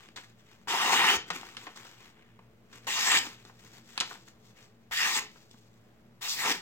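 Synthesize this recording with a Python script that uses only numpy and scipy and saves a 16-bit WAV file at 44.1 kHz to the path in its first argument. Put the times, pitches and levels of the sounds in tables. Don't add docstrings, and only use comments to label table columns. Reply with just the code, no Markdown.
import sys
import numpy as np
from scipy import signal
from scipy.fft import rfft, irfft, next_fast_len
from scipy.io import wavfile
from scipy.ndimage import uniform_filter1d, map_coordinates

SR = 44100
rng = np.random.default_rng(int(sys.argv[2]) if len(sys.argv) > 2 else 0)


def magnitude_from_level(level_db):
    exponent = np.asarray(level_db, float) / 20
    return 10 ** exponent


def wrap_up_sound(samples):
    columns = np.atleast_2d(samples).T
    tamed = np.clip(columns, -1, 1)
    steps = np.round(tamed * 32767).astype(np.int16)
    wavfile.write(sys.argv[1], SR, steps)


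N = 291693


def unit(x):
    return x / np.sqrt(np.mean(x ** 2) + 1e-20)


def along(points, hz):
    f, v = np.transpose(points)
    return np.interp(np.log(hz + 1), np.log(f + 1), v)


def wobble(rate):
    knots = rng.standard_normal(int(N * rate / SR) + 4)
    return map_coordinates(knots, [np.arange(N) * rate / SR])


def filtered(x, response):
    m = next_fast_len(N + 8192)
    return irfft(rfft(x, m) * response(np.fft.rfftfreq(m, 1 / SR)), m)[..., :N]


def colour(points):
    return lambda hz: magnitude_from_level(along(points, hz))


def modes(rows):
    def response(f):
        total = 0
        for k, (centre, width, db) in enumerate(rows):
            resonance = 1j * f * width / (centre * centre - f * f + 1j * f * width)
            total = total + (-1) ** k * magnitude_from_level(db) * resonance
        return total
    return response


def steep(rows):
    lowest = rows[0][0]
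    return lambda hz: modes(rows)(hz) * (1j * hz / lowest) / (1 + 1j * hz / lowest)


# (frequency [Hz], level [dB per Hz])
MURMUR = [(15, -27.5), (40, -14), (80, -15), (150, -11), (300, -12), (600, -10), (900, -16), (2000, -20),
          (4000, -29), (7500, -36.5), (9500, -39), (15900, -33)]
# (frequency [Hz], width [Hz], level [dB])
APPLIANCES = [(58, 6.2, -7.5), (116.1, 6.2, 2), (190, 33, -7), (231.4, 5, 0.5), (328.3, 22, -11.5),
              (437, 6.7, -7.5)]


def hush():
    murmur = unit(filtered(rng.standard_normal((2, N)), colour(MURMUR)))
    drone = unit(filtered(rng.standard_normal((2, N)), modes(APPLIANCES)))
    level_db = -60.5 + 0.62 * wobble(3.9)
    return magnitude_from_level(level_db) * (magnitude_from_level(-6.0) * murmur + magnitude_from_level(-1.5) * drone)


def crackle(spread_db, clump_db, patch_db):
    snap_db = spread_db * np.minimum(rng.exponential(size=(2, N)), 5.5)
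    clumps = 0.98 * wobble(40) + wobble(220) + 1.3 * wobble(700)
    size = magnitude_from_level(snap_db + clump_db * clumps)
    z = signal.stft(size * rng.standard_normal((2, N)), nperseg=256)[2]
    patches = uniform_filter1d(rng.standard_normal(z.shape[1:]), size=4, axis=0)
    patches = unit(uniform_filter1d(patches, size=14, axis=1))
    return unit(signal.istft(z * magnitude_from_level(patch_db * patches), nperseg=256)[1][:, :N])


# (time [s], rise [ms per 10 dB], fall [ms per 10 dB], scrape level [dB], hiss relative to scrape [dB])
DRAGS = [(0.001, 10, 80, -57, -2.5), (.195, 12, 98, -61.5, 1), (.51, 128, 101, -63, -2),
         (1.288, 16.5, 8, -49, -2), (1.335, 12.5, 264, -50, -1.5), (1.59, 18, 280, -57.5, -0.5),
         (1.776, 23, 141, -54.5, -2), (1.885, 120, 48.5, -59.5, 3), (2.05, 103.5, 53, -56, -1.5),
         (2.2, 105, 219, -66.5, -13), (2.735, 25.5, 131, -58.5, -0.5), (3.31, 21.5, 128, -59, -0.5),
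         (3.495, 65, 19.5, -62, 2), (3.654, 130, 120, -64.5, 4.5), (3.79, 120, 33, -60.5, 1.5),
         (3.93, 67, 51.5, -59, 3.5), (3.968, 15, 6, -52.5, -4.5), (4.11, 71.5, 73, -55, 3),
         (4.295, 63, 29, -70.5, 9.5), (4.462, 47, 43, -69.5, 7.5), (4.608, 53, 63, -61, 0.5),
         (5.4, 146, 73, -68.5, 5.5), (5.55, 99, 128.5, -74.5, 10), (5.75, 40, 100, -80, 4.5)]
# (frequency [Hz], level [dB per Hz])
SCRAPE = [(300, -48), (700, 0.5), (1100, 4), (2000, 5.5), (3500, 1), (6000, -38)]
# (frequency [Hz], width [Hz], level [dB])
FLEX = [(180, 86, -1.5), (335, 214, 0.5), (516, 170, -2.5)]
# (frequency [Hz], level [dB per Hz])
FIZZ = [(1500, -27.5), (3500, -2), (5000, -2.5), (6500, -3.5), (7800, -5), (8600, -14), (9800, -21.5),
        (12000, -12.5), (14500, -15), (16000, -15)]


def rustle():
    grains = crackle(spread_db=2, clump_db=2.0, patch_db=1)
    scrape = unit(filtered(grains, colour(SCRAPE)))
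    flex = unit(filtered(grains, steep(FLEX)))
    hiss = unit(filtered(grains[::-1], colour(FIZZ)))
    t = np.arange(N) / SR
    drag = airy = np.full(N, magnitude_from_level(-80.5))
    for s, rise_ms, fall_ms, db, hiss_db in DRAGS:
        distance = 1000 * np.maximum((s - t) / max(rise_ms, 2), (t - s) / max(fall_ms, 2))
        swell = magnitude_from_level(db - 10 * distance ** 1.3)
        drag = np.hypot(drag, swell)
        airy = np.hypot(airy, magnitude_from_level(hiss_db) * swell)
    return drag * (magnitude_from_level(1.5) * scrape + magnitude_from_level(-7.5) * flex) + airy * hiss


# (time [s], peak level [dB], crispness relative to
# peak [dB], note of the flap [Hz], t60 [s])
POPS = [(0.086, -39, -16.5, 1760, .026), (.672, -28, -23.5, 1000, .035), (1.302, -15.5, -11, 1099, 0.081),
        (1.372, -41.5, 1.5, 1440, 0.034), (1.412, -38, -23, 2050, .027), (1.431, -28, -21.5, 840, 0.0096),
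        (1.567, -26.5, -12.5, 1895, .08), (1.667, -27, -17, 1050, 0.11), (2.39, -39, -38, 830, 0.054),
        (2.868, -27, -9.5, 850, 0.06), (3.265, -28, -10.5, 1660, .037), (3.45, -41, -6, 926, 0.038),
        (3.768, -50.5, -2, 1714, 0.02), (3.976, -15.5, -15, 1790, 0.034), (4.001, -22.5, 1, 3430, .035),
        (4.007, -10.5, -15.5, 1800, 0.055), (5.163, -18, -15.5, 3100, 0.039), (5.511, -50.5, 3, 3030, .025)]
# (time [s], peak level [dB], crispness relative to peak [dB], note of the flap [Hz], t60 [s])
SCUFFS = [(0.159, -33.5, 3, 1380, 0.063), (0.169, -30, -5.5, 1610, 0.1), (0.179, -34, -17, 1110, .035),
          (1.757, -42, 4, 840, 0.074), (1.848, -38, -5.5, 1100, 0.078), (2.725, -39, -5, 1480, 0.11),
          (3.458, -42, -18, 875, 0.021), (3.493, -39.5, -19, 1040, .047), (3.658, -46.5, -5, 1630, 0.058),
          (4.017, -25.5, -10, 970, .044), (4.029, -28.5, -20.5, 1220, .035), (4.107, -29, -22, 1060, 0.04),
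          (4.118, -35.5, -17, 1300, .04), (4.151, -36.5, -12, 1050, .031), (4.275, -40.5, -18, 1470, .034),
          (5.356, -42, -16, 1100, 0.056), (5.538, -45.5, -16, 960, 0.038)]
# (frequency [Hz], level [dB per Hz])
CRISP = [(2000, -21.5), (3500, 1.5), (5000, -4), (8000, -10), (9800, -25), (16000, -24)]


def pops(rows, crack_db, rise_s, sharpness):
    out, t = np.zeros((2, N)), np.arange(SR // 5) / SR
    hz_grid = np.fft.rfftfreq(len(t), 1 / SR)
    noise = rfft(rng.standard_normal((len(rows), 2, len(t))))
    bursts = irfft(noise)
    flexes = unit(irfft(noise * steep(FLEX)(hz_grid)))
    crisps = unit(irfft(noise * colour(CRISP)(hz_grid)))
    for (s, db, crisp_db, hz, t60), burst, flex, crisp in zip(rows, bursts, flexes, crisps):
        shiver = magnitude_from_level(-60 * t / max(t60, .006))
        crack = magnitude_from_level(crack_db - 60 * t / 0.00883)
        fade = np.minimum(t / rise_s, 1) * (shiver + crack)
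        peak = signal.iirpeak(hz, sharpness, SR)
        flap = signal.lfilter(*peak, signal.lfilter(*peak, fade * burst))
        flap = magnitude_from_level(4.5) * flap / np.abs(flap[0]).max()
        thud_db = -24 - .6 * (db + 33)
        sheet = fade * (magnitude_from_level(thud_db + 13.5) * flex + magnitude_from_level(crisp_db + 3) * crisp)
        start = round((s + .001) * SR)
        out[:, start:start + len(t)] += magnitude_from_level(db - 9) * (flap + sheet)
    return out


# (time [s], level [dB], frequency [Hz], t60
# [s])
KNOCKS = [(0.181, -56, 298, .05), (1.164, -38.5, 76.5, 0.081), (1.305, -41.5, 176, 0.19),
          (1.668, -39, 308, 0.054), (2.391, -59, 298, 0.04), (2.872, -45, 300, 0.079), (3.2, -56, 60, .1),
          (3.266, -33.5, 296, 0.042), (4.9, -52, 35, 0.2), (5.163, -35, 248, 0.06),
          (5.216, -48.5, 427, 0.25), (5.54, -43, 223, 0.065), (6.492, -34, 305, 0.13)]


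def bumps():
    out, t = np.zeros(N), np.arange(SR // 10) / SR
    onset = 1 - np.exp(-t / 0.0047)
    for s, db, hz, t60 in KNOCKS:
        out[round(s * SR):][:len(t)] += magnitude_from_level(db - 60 * t / t60) * onset * np.sin(2 * np.pi * hz * t)
    return out


def curves(rows, fade):
    s, *cols = np.transpose(rows)
    t = np.arange(N) / SR
    gate = np.clip(np.minimum(t - s[0], s[-1] + .005 + fade - t) / fade, 0, 1)
    return gate, [np.interp(t, s, c) for c in cols]


# (time [s], bite level [dB], slack of the paper [dB], tension of the slit edges [dB])
SHEET_CUTS = [
    [(0.673, -60, 18.5, -1), (0.687, -41.5, 4.5, 2), (0.743, -37.5, 8.5, 1), (0.791, -42.5, 4, 7.5),
     (0.949, -36.5, 8.5, 3.5), (0.969, -37, 2, 6.5), (1.005, -40.5, 12.5, 11), (1.139, -37.5, 4, 6.5),
     (1.164, -39.5, 0.5, 2)],
    [(2.868, -52.5, 8, 4), (2.874, -41, 7, 0), (2.914, -39, -7.5, -1), (2.982, -37.5, -1.5, -2),
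     (3.018, -35, -5, -5.5), (3.16, -31.5, -2, 3), (3.185, -30.5, -9, -10)],
]
# (time [s], bite level [dB], slack of the paper [dB], tension of the slit edges [dB])
PIECE_CUTS = [
    [(4.91, -57.5, 15, 3.5), (4.922, -45, 2, 5), (4.972, -40, -16, 1), (5.002, -40.5, -1.5, 4.5),
     (5.062, -39.5, 1, 3.5), (5.126, -37.5, -2.5, -4), (5.176, -35, -2.5, -5.5), (5.19, -38.5, 1, -0.5)],
    [(6.209, -64.5, 3, 5.5), (6.221, -45, -1.5, -3), (6.279, -42, -8, -2), (6.287, -37, -16, -18),
     (6.325, -37, -16.5, -9.5), (6.359, -43, -4.5, -5), (6.409, -38.5, -5, -0.5), (6.459, -40, 8.5, 4),
     (6.52, -35, -3.5, 0.5)],
]
# (cut-off corner [dB], slow flexing [dB], blade sliding clear [dB],
# slide [s], paper in the slide [dB])
HELD = [(-2, -14.5, -57, .03, -2.5), (1, -18, -44, 0.085, -6.5), (0, -17.5, -48, 0.027, -5.5),
        (-0.5, -13.5, -42.5, 0.037, -5.5)]
# (rasp in the edges [dB], finest fibre hiss [dB])
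STEEL_SIDE = [(-18.5, -2.5), (-7.5, -3), (-5, 0), (-13, 0.5)]
# (time [s], surge [dB], dies in [ms])
CATCHES = [(.812, 3.5, 40), (.921, 5, 45), (1.088, 5.5, 24), (3.065, 2, 30), (4.973, 5, 6), (4.987, 5, 4),
           (5.003, 4, 6), (5.017, 1.5, 5), (5.031, 4, 4), (5.053, 1.5, 6), (5.072, 4, 8), (6.245, 3.5, 20),
           (6.548, 4.5, 10)]
# (frequency [Hz], width [Hz], level [dB])
BODY = [(840, 375, 5), (1090, 474, 8), (1300, 464, 2)]
# (frequency [Hz], width [Hz], level [dB])
EDGES = [(1830, 670, 15.1), (2680, 1120, 6.1)]
# (frequency [Hz], width [Hz], level [dB])
CORNER = [(2718, 130, -2.5), (3100, 270, 1), (3717, 240, -5.5)]
# (frequency [Hz], width [Hz], level [dB])
RIDGE = [(1857, 140, 0)]
# (frequency [Hz], width [Hz], level [dB])
BLADE = [(7616, 120, -0.5), (6830, 200, -12.5)]


def cuts():
    snaps = crackle(spread_db=3.5, clump_db=0.0, patch_db=2.3)
    others = snaps[::-1] * [[1], [-1]]
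    body, edges, flex, ridge = [unit(filtered(snaps, steep(part))) for part in (BODY, EDGES, FLEX, RIDGE)]
    corner = unit(filtered(others, steep(CORNER)))
    steel = unit(filtered(others, modes(BLADE)))
    fizz = unit(filtered(snaps, colour(FIZZ)))
    air = filtered(fizz, lambda hz: hz > 8760)
    loose = body + magnitude_from_level(4.5) * edges + magnitude_from_level(-2.5) * flex
    out, t = np.zeros((2, N)), np.arange(N) / SR
    for rows, held, (ridge_db, air_db) in zip(SHEET_CUTS + PIECE_CUTS, HELD, STEEL_SIDE):
        corner_db, flex_db, slide_db, slide_s, loose_db = held
        gate, (db, slack_db, edge_db) = curves(rows, fade=.002)
        start, end = rows[0][0], rows[-1][0]
        along_slit = np.clip((t - start) / (end - start), 0, 1)

        sheet = magnitude_from_level(-1.2) * body + magnitude_from_level(flex_db + 10 * along_slit ** 6.2) * flex
        slit = edges + magnitude_from_level(corner_db + 1.5 * (.5 - along_slit)) * corner
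        slit = magnitude_from_level(edge_db + 0.1) * (slit + magnitude_from_level(ridge_db + 0.64 * edge_db) * ridge)
        song = magnitude_from_level(np.minimum(8.2 * (db + 33.5), 0) - 7.0) * steel
        fibres = fizz + (magnitude_from_level(air_db - 0.34 * (db + 38)) - 1) * air
        out += gate * magnitude_from_level(db) * (magnitude_from_level(slack_db) * sheet + slit + magnitude_from_level(3.5) * (fibres + song))

        after = np.maximum(t - end, 0)
        fall_db = 41.5 * after + 249.5 * np.maximum(after - slide_s, 0)
        slide = magnitude_from_level(slide_db - fall_db) * (fizz + magnitude_from_level(loose_db) * loose)
        out += (after > 0) * (1 - gate) * slide
    surge_db = np.zeros(N)
    for s, db, dies_ms in CATCHES:
        surge_db += db * (t > s) * np.exp(-1000 * np.abs(t - s) / max(dies_ms, 2))
    return magnitude_from_level(surge_db) * out


# (frequency [Hz], t60 [s])
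ROOM = [(200, 0.41), (1000, 0.26), (4000, 0.33), (12000, 0.09)]


def room(x):
    hz, t, z = signal.stft(rng.standard_normal((2, SR // 2)), SR, nperseg=256)
    tail = signal.istft(z * magnitude_from_level(-60 * t / along(ROOM, hz)[:, None]), SR, nperseg=256)[1]
    delayed = np.pad(x, ((0, 0), (200, 0)))
    return signal.fftconvolve(delayed, tail / np.linalg.norm(tail[0]), axes=1)[:, :N]


# (frequency [Hz], correlation [0-1])
NEAR_ALIKE = [(300, .97), (700, .95), (1400, .82), (2800, .62), (5600, .45), (10000, .25)]
# (frequency [Hz], correlation [0-1])
FAR_ALIKE = [(40, 0.79), (150, 1), (500, 0.63), (1500, 0.27), (5000, 0.067)]
# (frequency [Hz], phase [rad])
LEAD = [(0, 0), (1800, 1.7), (2800, 2), (4500, 4), (7500, 6.5), (16200, 14.5)]


def ports(pair, alike, lead_share):
    def blend(hz):
        turn = np.arccos(np.clip(along(alike, hz), 0, 1)) / 2
        return np.array([np.cos(turn), np.sin(turn)])

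    def lead(hz):
        phase = lead_share * np.interp(hz, *np.transpose(LEAD)) / 2
        return np.exp(1j * phase * np.array([[1], [-1]]))

    a, b = filtered(pair, blend)
    return filtered(np.array([a + b, a - b]), lead)


# (frequency [Hz], level [dB])
CASING = [(60, -31), (170, -1), (450, -1.5), (560, -3.5), (650, -7.5), (730, 0.5)]
# (frequency [Hz], left minus right [dB])
LEAN = [(200, -1), (700, 3.5), (2500, .5), (6000, 1.5), (9000, 8), (13000, -1.5)]


def camera_body(heard):
    sides = np.array([[.5], [-.5]])
    return filtered(heard, lambda hz: magnitude_from_level(along(CASING, hz) + along(LEAN, hz) * sides))


def scene():
    background = ports(hush(), FAR_ALIKE, lead_share=0.96) * magnitude_from_level([[.4], [-.4]])
    paper = rustle()
    paper += pops(POPS, crack_db=3.5, rise_s=0.0003, sharpness=0.47)
    paper += pops(SCUFFS, crack_db=-9, rise_s=0.0035, sharpness=0.82)
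    paper += cuts()
    heard = ports(paper + magnitude_from_level(-10) * room(paper), NEAR_ALIKE, lead_share=0.87)
    return camera_body(heard) + background + bumps()


def band_limit(x):
    return signal.sosfilt(signal.butter(12, 16620, fs=SR, output="sos"), x)


def record(dry):
    limited = filtered(dry, lambda hz: hz < 15950)
    return band_limit(limited - .0005)


dry = scene()
out = record(dry)
wrap_up_sound(out)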